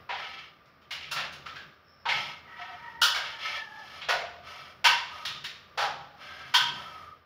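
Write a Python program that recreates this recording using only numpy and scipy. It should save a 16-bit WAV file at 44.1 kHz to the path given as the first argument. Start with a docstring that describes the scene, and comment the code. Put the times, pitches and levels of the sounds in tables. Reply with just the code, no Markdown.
"""Faint room rumble, then at once a ringing knock: someone hammers on masonry nearby while wire is tugged
through a conduit into a wall box. Hard knocks follow about once a second, lighter clacks between: noise through
wall modes, plus a crash. Between them insulation scrapes the pipe (band noise shaped by strokes) and squeaks
(smeared tones). Behind lie coloured-noise air, a low drone, arm rustle and booming thuds in a bare, echoing
room."""
import sys
import numpy as np
from scipy import signal
from scipy.fft import rfft, irfft, next_fast_len
from scipy.io import wavfile
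from scipy.ndimage import map_coordinates

SR = 44100
rng = np.random.default_rng(int(sys.argv[2]) if len(sys.argv) > 2 else 0)


def pcm_store(signal):
    """Save signal as 16-bit PCM."""
    levels = np.round(np.clip(np.atleast_2d(signal), -1, 1) * 32767)
    wavfile.write(sys.argv[1], SR, levels.astype(np.int16).T)


N = 319989

# blows: t/s, level/dB, slope below lower note/(dB/octave), treble slope/(dB/octave), mid dip/dB,
# pitched power share/1, rattle/s, lower note f/Hz, upper note f/Hz
BLOWS = [(0.090, -42, -7.5, -17.5, -3.5, 0.57, 0.047, 790, 960),
         (0.655, -77.5, -19, -4.5, -9, 0.34, 0.008, 1330, 5300),
         (0.816, -73.5, 1, -6, -4, .3, 0.012, 1300, 3100),
         (0.907, -45, -7.5, -4.5, 0.5, 0.17, 0.018, 2170, 2900),
         (1.025, -53, -19, -11, -7.5, 0.25, 0.014, 2440, 2800),
         (1.112, -43, -10, -.5, 4, 0.52, 0.02, 1350, 2720),
         (1.160, -41, -4.5, -8, -2, 0.074, 0.044, 1715, 2760),
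         (1.325, -59, -5, -1, -5, 0.056, 0.0037, 2830, 6370),
         (1.458, -48.5, -16, -11, -0.5, 0.7, 0.02, 1236, 1330),
         (1.558, -50, -22, -12, 0, 0.43, .009, 1560, 1650),
         (2.054, -37.5, -21, -19.5, 7, 0.74, 0.016, 834, 924),
         (2.086, -33.5, -8.5, -12.5, 0.5, 0.49, 0.012, 2127, 2244),
         (3.015, -29, -14.5, -1.2, 18, 0.61, 0.025, 1410, 2932),
         (3.143, -39.5, -4.5, -5.5, 1.5, 0.28, 0.027, 1606, 2210),
         (4.011, -47.5, -7, -13, 4, 0.16, .02, 2200, 3220),
         (4.086, -35, 0, -5.5, -4.5, 0.22, 0.024, 701, 1476),
         (4.842, -26.5, -22, -5, -2.5, 0.62, 0.025, 965, 2753),
         (5.251, -40, -13.5, -5, 8, 0.25, .007, 1865, 3640),
         (5.441, -44.5, -14, -5, 3, 0.14, 0.0088, 1824, 3740),
         (5.774, -36.5, -3.5, -7, 1.5, 0.23, 0.062, 816, 1295),
         (6.539, -28, -31, -4.5, 4, 0.81, 0.02, 994, 3220)]
MAX_ATTACK_S, ATTACK_PER_RATTLE = 0.0025, 0.13
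NOTE_WIDTH_HZ, NOTE_DB = 33, -0.5  # note level in the hardest knock, on the WALL_MODES scale
NOTE_RISE_DB_PER_DB = 0.76  # a light clack rings its spot, a hard knock the whole wall


def knocks():
    """Each blow lands on a different spot, which sets its tone and its two notes."""
    track = np.zeros(N)
    hardest_db = max(row[1] for row in BLOWS)
    for t_s, level_db, bass_slope_db, treble_slope_db, dip_db, ring_share, rattle_s, *notes_hz in BLOWS:
        tone_db = knock_tone(bass_slope_db, treble_slope_db, dip_db, notes_hz)
        note_db = NOTE_DB + NOTE_RISE_DB_PER_DB * (hardest_db - level_db)
        notes = [(hz, NOTE_WIDTH_HZ, note_db) for hz in notes_hz]
        attack_s = min(MAX_ATTACK_S, ATTACK_PER_RATTLE * rattle_s)
        blow = knock(tone_db, ring_share, attack_s, rattle_s, notes)
        add(track, t_s, amp(level_db) * blow)
    return track


# knock tone bands: centre f/Hz
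TONE_BANDS_HZ = [550, 900, 1400, 2100, 3200, 5000, 11000]
# wall modes: f/Hz, width/Hz, level/dB
WALL_MODES = [(545, 18, -12), (769, 18, -12), (951, 18, 4), (1075, 20, -11), (1265, 20, -2), (1532, 24, 0),
              (1650, 25, -9), (1813, 18, -6), (1866, 18, -6), (2141, 24, -9), (2260, 24, -9),
              (2653, 20, -6), (2822, 28, -8), (2922, 26, -7), (3043, 26, -3), (3165, 28, 0), (3391, 22, -2),
              (3455, 26, -4), (3660, 35, -9), (4340, 45, -10), (4560, 60, -9), (5030, 50, -12),
              (5320, 60, -12), (5845, 35, -15), (6600, 80, -22), (7378, 22, -22)]
# unpitched crash spectrum: f/Hz, level/dB
CRASH_SPECTRUM = [(100, -29), (300, -39), (430, -29.5), (530, -12.5), (900, 0.5), (3200, 0.5), (5400, 0),
                  (6400, -10.5), (7300, -13), (8100, -28), (9500, -16.5), (13000, -25), (15200, -18.5)]
# room decay: f/Hz, t60/s
ROOM_DECAY = [(200, 1.0), (600, 1), (1300, 0.84), (3200, 0.8), (6000, 0.71), (12000, 0.39)]


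def knock(tone_db, ring_share, attack_s, rattle_s, notes,
          early_t60_share=0.57, late_db=-10, flutter_db=-0.57, flutter_rate_hz=160):
    """Uneven reflections build up, hold through the rattle, drop fast, then fade with the room."""
    t = np.arange(SR) / SR
    share = np.clip(ring_share, 0, 1)
    pitched = noise(lambda hz: resonances(list(WALL_MODES) + notes, hz) * (hz > 400), size=SR)
    crash = noise(lambda hz: amp(along(CRASH_SPECTRUM, hz)), size=SR)
    wash = np.sqrt(share) * pitched + np.sqrt(1 - share) * crash
    wash = wash * amp(flutter_db * wobble(flutter_rate_hz, size=SR))

    rise = 1 - np.exp(-t / attack_s)
    decay_age_s = np.maximum(t - rattle_s, 0)
    head = t < 0.06
    out = np.zeros(SR)
    for centre_hz, band, db in zip(TONE_BANDS_HZ, split(wash, TONE_BANDS_HZ), tone_db):
        fall_db = -60 * decay_age_s / along(ROOM_DECAY, centre_hz)
        early = amp(fall_db / early_t60_share)
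        late = amp(late_db + fall_db)
        band = band * rise * np.hypot(early, late)
        head_rms = np.sqrt(np.mean(band[head] ** 2))
        out += amp(db) * band / head_rms
    return out


# tone common to all knocks: level/dB per tone band
COMMON_TONE_DB = [-0.5, -2.2, -0.93, -1.8, 1, 1, -2.7]
NOTE_LIFT_DB, NEARNESS_OCTAVES = 5, 0.25
TREBLE_CORNER_HZ, MID_DIP_HZ = 2755, 2220


def knock_tone(bass_slope_db, treble_slope_db, dip_db, notes_hz):
    """dB per band: slopes below the lower note and above the treble corner, note lift, mid dip."""
    hz = np.array(TONE_BANDS_HZ, float)
    bass = bass_slope_db * np.maximum(np.log2(notes_hz[0] / hz), 0)
    treble = treble_slope_db * np.maximum(np.log2(hz / TREBLE_CORNER_HZ), 0)
    lift = NOTE_LIFT_DB * np.max([nearness(hz, note) for note in notes_hz], axis=0)
    dip = dip_db * nearness(hz, MID_DIP_HZ)
    return np.array(COMMON_TONE_DB) + bass + treble + lift - dip


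def nearness(hz, centre_hz):
    """1 at the centre, a Gaussian fall over log frequency."""
    return np.exp(-(np.log2(hz / centre_hz) / NEARNESS_OCTAVES) ** 2)


# wire strokes: t/s, length/s, level/dB, brightness/dB, fizz/dB, change start to end/dB
WIRE_STROKES = [(0.164, .27, -47, 4, -11.5, -8.5), (0.974, 0.16, -57.5, 8.5, -5, -3),
                (2.128, 0.17, -43.5, 7, -1, -11), (2.483, 0.44, -50, -7, -2.5, 1.5),
                (2.618, 0.11, -52.5, -0.5, -21, -16), (3.25, 0.082, -49.5, 8.5, -5, -11.5),
                (3.431, 0.12, -40, 6, -2, -4), (3.632, 0.34, -58.5, 6.5, 9.5, 12),
                (4.478, .21, -50, 1.5, 6.5, -7.5), (5.13, 0.091, -54.5, 5, 14, -1),
                (6.218, 0.29, -49.5, 1.5, 2.5, -3.5), (6.76, 0.29, -51.5, -4, 14, -10)]
# scrape spectrum: f/Hz, level/dB
SCRAPE_SPECTRUM = [(200, -81), (380, -17), (560, 2), (900, 0), (1080, 2), (1270, 16), (1480, 6.5),
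                   (2200, 2.5), (3200, -2), (5400, -13.5), (6500, -25.5), (8100, -40.5), (10000, -32),
                   (15200, -38)]
# scrape bands: f/Hz, level/dB, brightness share/1, fizz share/1
RUB_BANDS = [(760, -8, 0.47, 0.53), (1640, -4, 0, 0), (3270, -3.5, 0.98, 0), (5900, -13, 0.92, 0.33),
             (9000, -26.5, 0.65, 0.56)]


def scraping(grain_db=0.98, grain_rate_hz=110, jerk_db=0.4, jerk_rate_hz=25, linger_t60_s=0.39, ring_db=-7):
    """Insulation drags over the pipe's edge in tiny uneven slips and faintly rings the wall."""
    rub = noise(lambda hz: amp(along(SCRAPE_SPECTRUM, hz)) * ripple(hz, depth_db=7.5, spacing_hz=66.05))
    wall = noise(lambda hz: amp(along(SCRAPE_SPECTRUM, hz)) * resonances(WALL_MODES, hz))
    slips_db = grain_db * wobble(grain_rate_hz) + jerk_db * wobble(jerk_rate_hz)
    friction = (rub + amp(ring_db) * wall) * amp(slips_db)

    efforts = [pull(t_s, length_s, change_db) for t_s, length_s, *_, change_db in WIRE_STROKES]
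    bands = split(friction, [row[0] for row in RUB_BANDS])
    out = np.zeros(N)
    for band, (_, band_db, bright_share, fizz_share) in zip(bands, RUB_BANDS):
        gain = np.zeros(N)
        for effort, (_, _, level_db, bright_db, fizz_db, _) in zip(efforts, WIRE_STROKES):
            gain += effort * amp(level_db + bright_share * bright_db + fizz_share * fizz_db)
        out += unit(band) * amp(band_db) * lingering(gain, linger_t60_s)
    return out


STROKE_ATTACK_S, STROKE_RELEASE_S = 0.066, 0.03


def pull(t_s, length_s, change_db=0):
    """Stroke effort: ramps in before t_s, changes steadily in dB, ramps out after length_s."""
    age = np.arange(N) / SR - t_s
    ramps = np.minimum(age / STROKE_ATTACK_S, (length_s - age) / STROKE_RELEASE_S)
    gate = np.clip(1 + ramps, 0, 1)
    progress = np.clip(age / length_s, 0, 1)
    return gate * amp(change_db * (progress - 0.5))


def ripple(hz, depth_db, spacing_hz):
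    """The many small peaks and dips that pipe and walls press into a sound."""
    knots = rng.standard_normal(int(SR / spacing_hz) + 4)
    return amp(depth_db * np.tanh(map_coordinates(knots, [hz / spacing_hz])))


def lingering(gain, t60_s):
    """Gain after the room stores its power and releases it exponentially."""
    keep = np.exp(-np.log(1e6) / (t60_s * SR))
    return np.sqrt(signal.lfilter([1 - keep], [1, -keep], gain ** 2))


# long squeak: t/s, pitch f/Hz, fundamental level/dB, octave level/dB
LONG_SQUEAK = [(2.48, 960, -62, -52), (2.76, 929, -51, -51.5), (3.0, 938, -49, -47),
               (3.3, 896, -52.5, -50.5), (3.6, 890, -52.5, -41.5), (3.76, 853, -49.5, -47),
               (3.98, 868, -67, -56)]
# short squeaks: t/s, length/s, pitch f/Hz, level/dB
SHORT_SQUEAKS = [(1.844, 0.23, 5330, -66), (2.593, 0.061, 730, -41), (2.653, 0.13, 731, -48),
                 (3.411, 0.16, 2220, -40.5), (3.818, 0.042, 775, -54), (5.093, 0.31, 1244, -47.5),
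                 (6.19, .34, 1606, -50), (6.822, .37, 1240, -51)]
SHORT_SMEAR_PER_PITCH = 0.087


def squeaks(smear_rate_hz=80, waver_share=0.00702, waver_rate_hz=18, catch_db=2.5):
    """Where slips fall into step, rubbing becomes a thin tone; the long one wavers and catches."""
    pitch_hz, first_db, octave_db = curves(LONG_SQUEAK)
    wavering_hz = pitch_hz * (1 + waver_share * wobble(waver_rate_hz))
    phase = 2 * np.pi * np.cumsum(wavering_hz) / SR
    out = amp(first_db) * smeared(phase, smear_rate_hz)
    out += amp(octave_db) * smeared(2 * phase, 2 * smear_rate_hz)
    catches = unit(amp(catch_db * wobble(waver_rate_hz)))
    out = out * during(LONG_SQUEAK, ease_s=0.0097) * catches

    t = np.arange(N) / SR
    for t_s, length_s, hz, level_db in SHORT_SQUEAKS:
        swell = np.sqrt(np.abs(np.sin(np.pi * np.clip((t - t_s) / length_s, 0, 1))))
        tone = smeared(2 * np.pi * hz * t, SHORT_SMEAR_PER_PITCH * hz)
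        out += amp(level_db) * swell * tone
    return out


def smeared(phase, rate_hz):
    """A tone whose strength and phase are scattered by the room."""
    return unit(wobble(rate_hz) * np.cos(phase) + wobble(rate_hz) * np.sin(phase))


def during(rows, ease_s):
    """1 over the time span of a table, easing to 0 outside it."""
    t = np.arange(N) / SR
    return np.clip(1 + np.minimum(t - rows[0][0], rows[-1][0] - t) / ease_s, 0, 1)


# low room modes: f/Hz, width/Hz, level/dB
BOOM_MODES = [(112.6, 5.4, -13), (139.3, 14.5, 7.5), (150, 21, 2), (204, 6.1, 5), (264.6, 16.4, -2.5),
              (345, 120, -10.5), (377, 17, -0.5)]
# thuds as arm and wire move: centre t/s, length/s, level/dB
THUDS = [(1.21, 0.33, -57), (1.516, 0.065, -66), (1.678, 0.054, -60), (2.197, 0.15, -52), (3.033, 0.1, -58),
         (4.176, 0.19, -60), (4.9, 0.13, -54.5), (5.325, 0.096, -55.5), (5.453, 0.079, -59),
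         (5.924, 0.21, -57.5), (6.69, 0.23, -51.5)]
ARM_DB = -67.5


def handling():
    """The arm rustles through every stroke; soft Gaussian thuds boom in the low room modes."""
    boom = noise(lambda hz: resonances(BOOM_MODES, hz) * (hz < 600))
    t = np.arange(N) / SR
    thuds = np.zeros(N)
    for t_s, length_s, level_db in THUDS:
        thuds += amp(level_db) * np.exp(-2 * ((t - t_s) / length_s) ** 2)
    arm = amp(ARM_DB) * np.max([pull(t_s, length_s) for t_s, length_s, *_ in WIRE_STROKES], axis=0)
    return np.hypot(thuds, arm) * boom


# air spectrum: f/Hz, level/dB
AIR_SPECTRUM = [(25, -35), (50, -38), (80, -25), (130, -5), (300, -12.5), (600, -9.5), (900, -15.5),
                (1270, -7.5), (2000, -15.5), (4300, -26.5), (5400, -24.5), (6300, -43), (8500, -52.5),
                (15200, -35)]
# room tones: f/Hz, width/Hz, level/dB
DRONE_MODES = [(83, 7.5, -1.5), (607, 40, -19), (1190, 19, -4)]
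# level of air and drone: t/s, level/dB
AIR_LEVEL = [(0, -54.5), (.08, -58.5), (.85, -62), (1.6, -53.5), (1.78, -62.5), (2.5, -58), (5.7, -58),
             (7.1, -57), (7.26, -65.5)]


def room_air(drone_db=-4):
    """Coloured-noise air and a drone of narrow noise peaks share one level, which dips at times and drops at
    the end."""
    air = noise(lambda hz: amp(along(AIR_SPECTRUM, hz)))
    drone = noise(lambda hz: resonances(DRONE_MODES, hz) * (hz > 45) * (hz < 2500))
    return amp(curves(AIR_LEVEL)[0]) * (air + amp(drone_db) * drone)


def amp(db):
    """Decibels to gain."""
    return 10 ** (np.asarray(db) / 20)


def unit(x):
    """x at rms 1."""
    return x / np.sqrt(np.mean(x ** 2) + 1e-20)


def along(points, hz):
    """(f/Hz, value) points read on a log frequency axis."""
    f, v = np.transpose(points)
    return np.interp(np.log(hz + 1), np.log(f + 1), v)


def curves(rows):
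    """One value per sample for each column after the time."""
    t_s, *cols = np.transpose(rows)
    return [np.interp(np.arange(N) / SR, t_s, c) for c in cols]


def wobble(rate_hz, size=N):
    """A smooth random curve, rate_hz knots a second."""
    knots = rng.standard_normal(int(size * rate_hz / SR) + 4)
    return map_coordinates(knots, [np.arange(size) * rate_hz / SR])


def filtered(x, response):
    """x times a response of frequency."""
    m = next_fast_len(len(x) + 8192)
    return irfft(rfft(x, m) * response(np.fft.rfftfreq(m, 1 / SR)), m)[:len(x)]


def split(x, centres_hz):
    """Overlapping bands of x, triangular over log frequency, that sum to x."""
    return [filtered(x, lambda hz: along(np.c_[centres_hz, weights], hz))
            for weights in np.eye(len(centres_hz))]


def noise(response, size=N):
    """Coloured noise of rms 1."""
    return unit(filtered(rng.standard_normal(size), response))


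def resonances(modes, hz):
    """Gain of a set of (f/Hz, width/Hz, level/dB) peaks, summed in power."""
    return np.sqrt(sum(amp(db) ** 2 / (1 + (2 * (hz - centre_hz) / width_hz) ** 2)
                       for centre_hz, width_hz, db in modes))


def add(track, t_s, sound):
    """Mix a sound into the track at t_s."""
    part = track[max(round(t_s * SR), 0):][:len(sound)]
    part += sound[:len(part)]


def scene():
    """All sources at one microphone."""
    return (knocks() + scraping() + squeaks() + handling() + room_air())[None]


def record(dry, top_hz=15680, edge_hz=250):
    """The recorder's band limit: gain falls linearly to 0 across edge_hz around top_hz."""
    return np.array([filtered(channel, lambda hz: np.clip(0.5 + (top_hz - hz) / edge_hz, 0, 1))
                     for channel in dry])


dry = scene()
out = record(dry)
pcm_store(out)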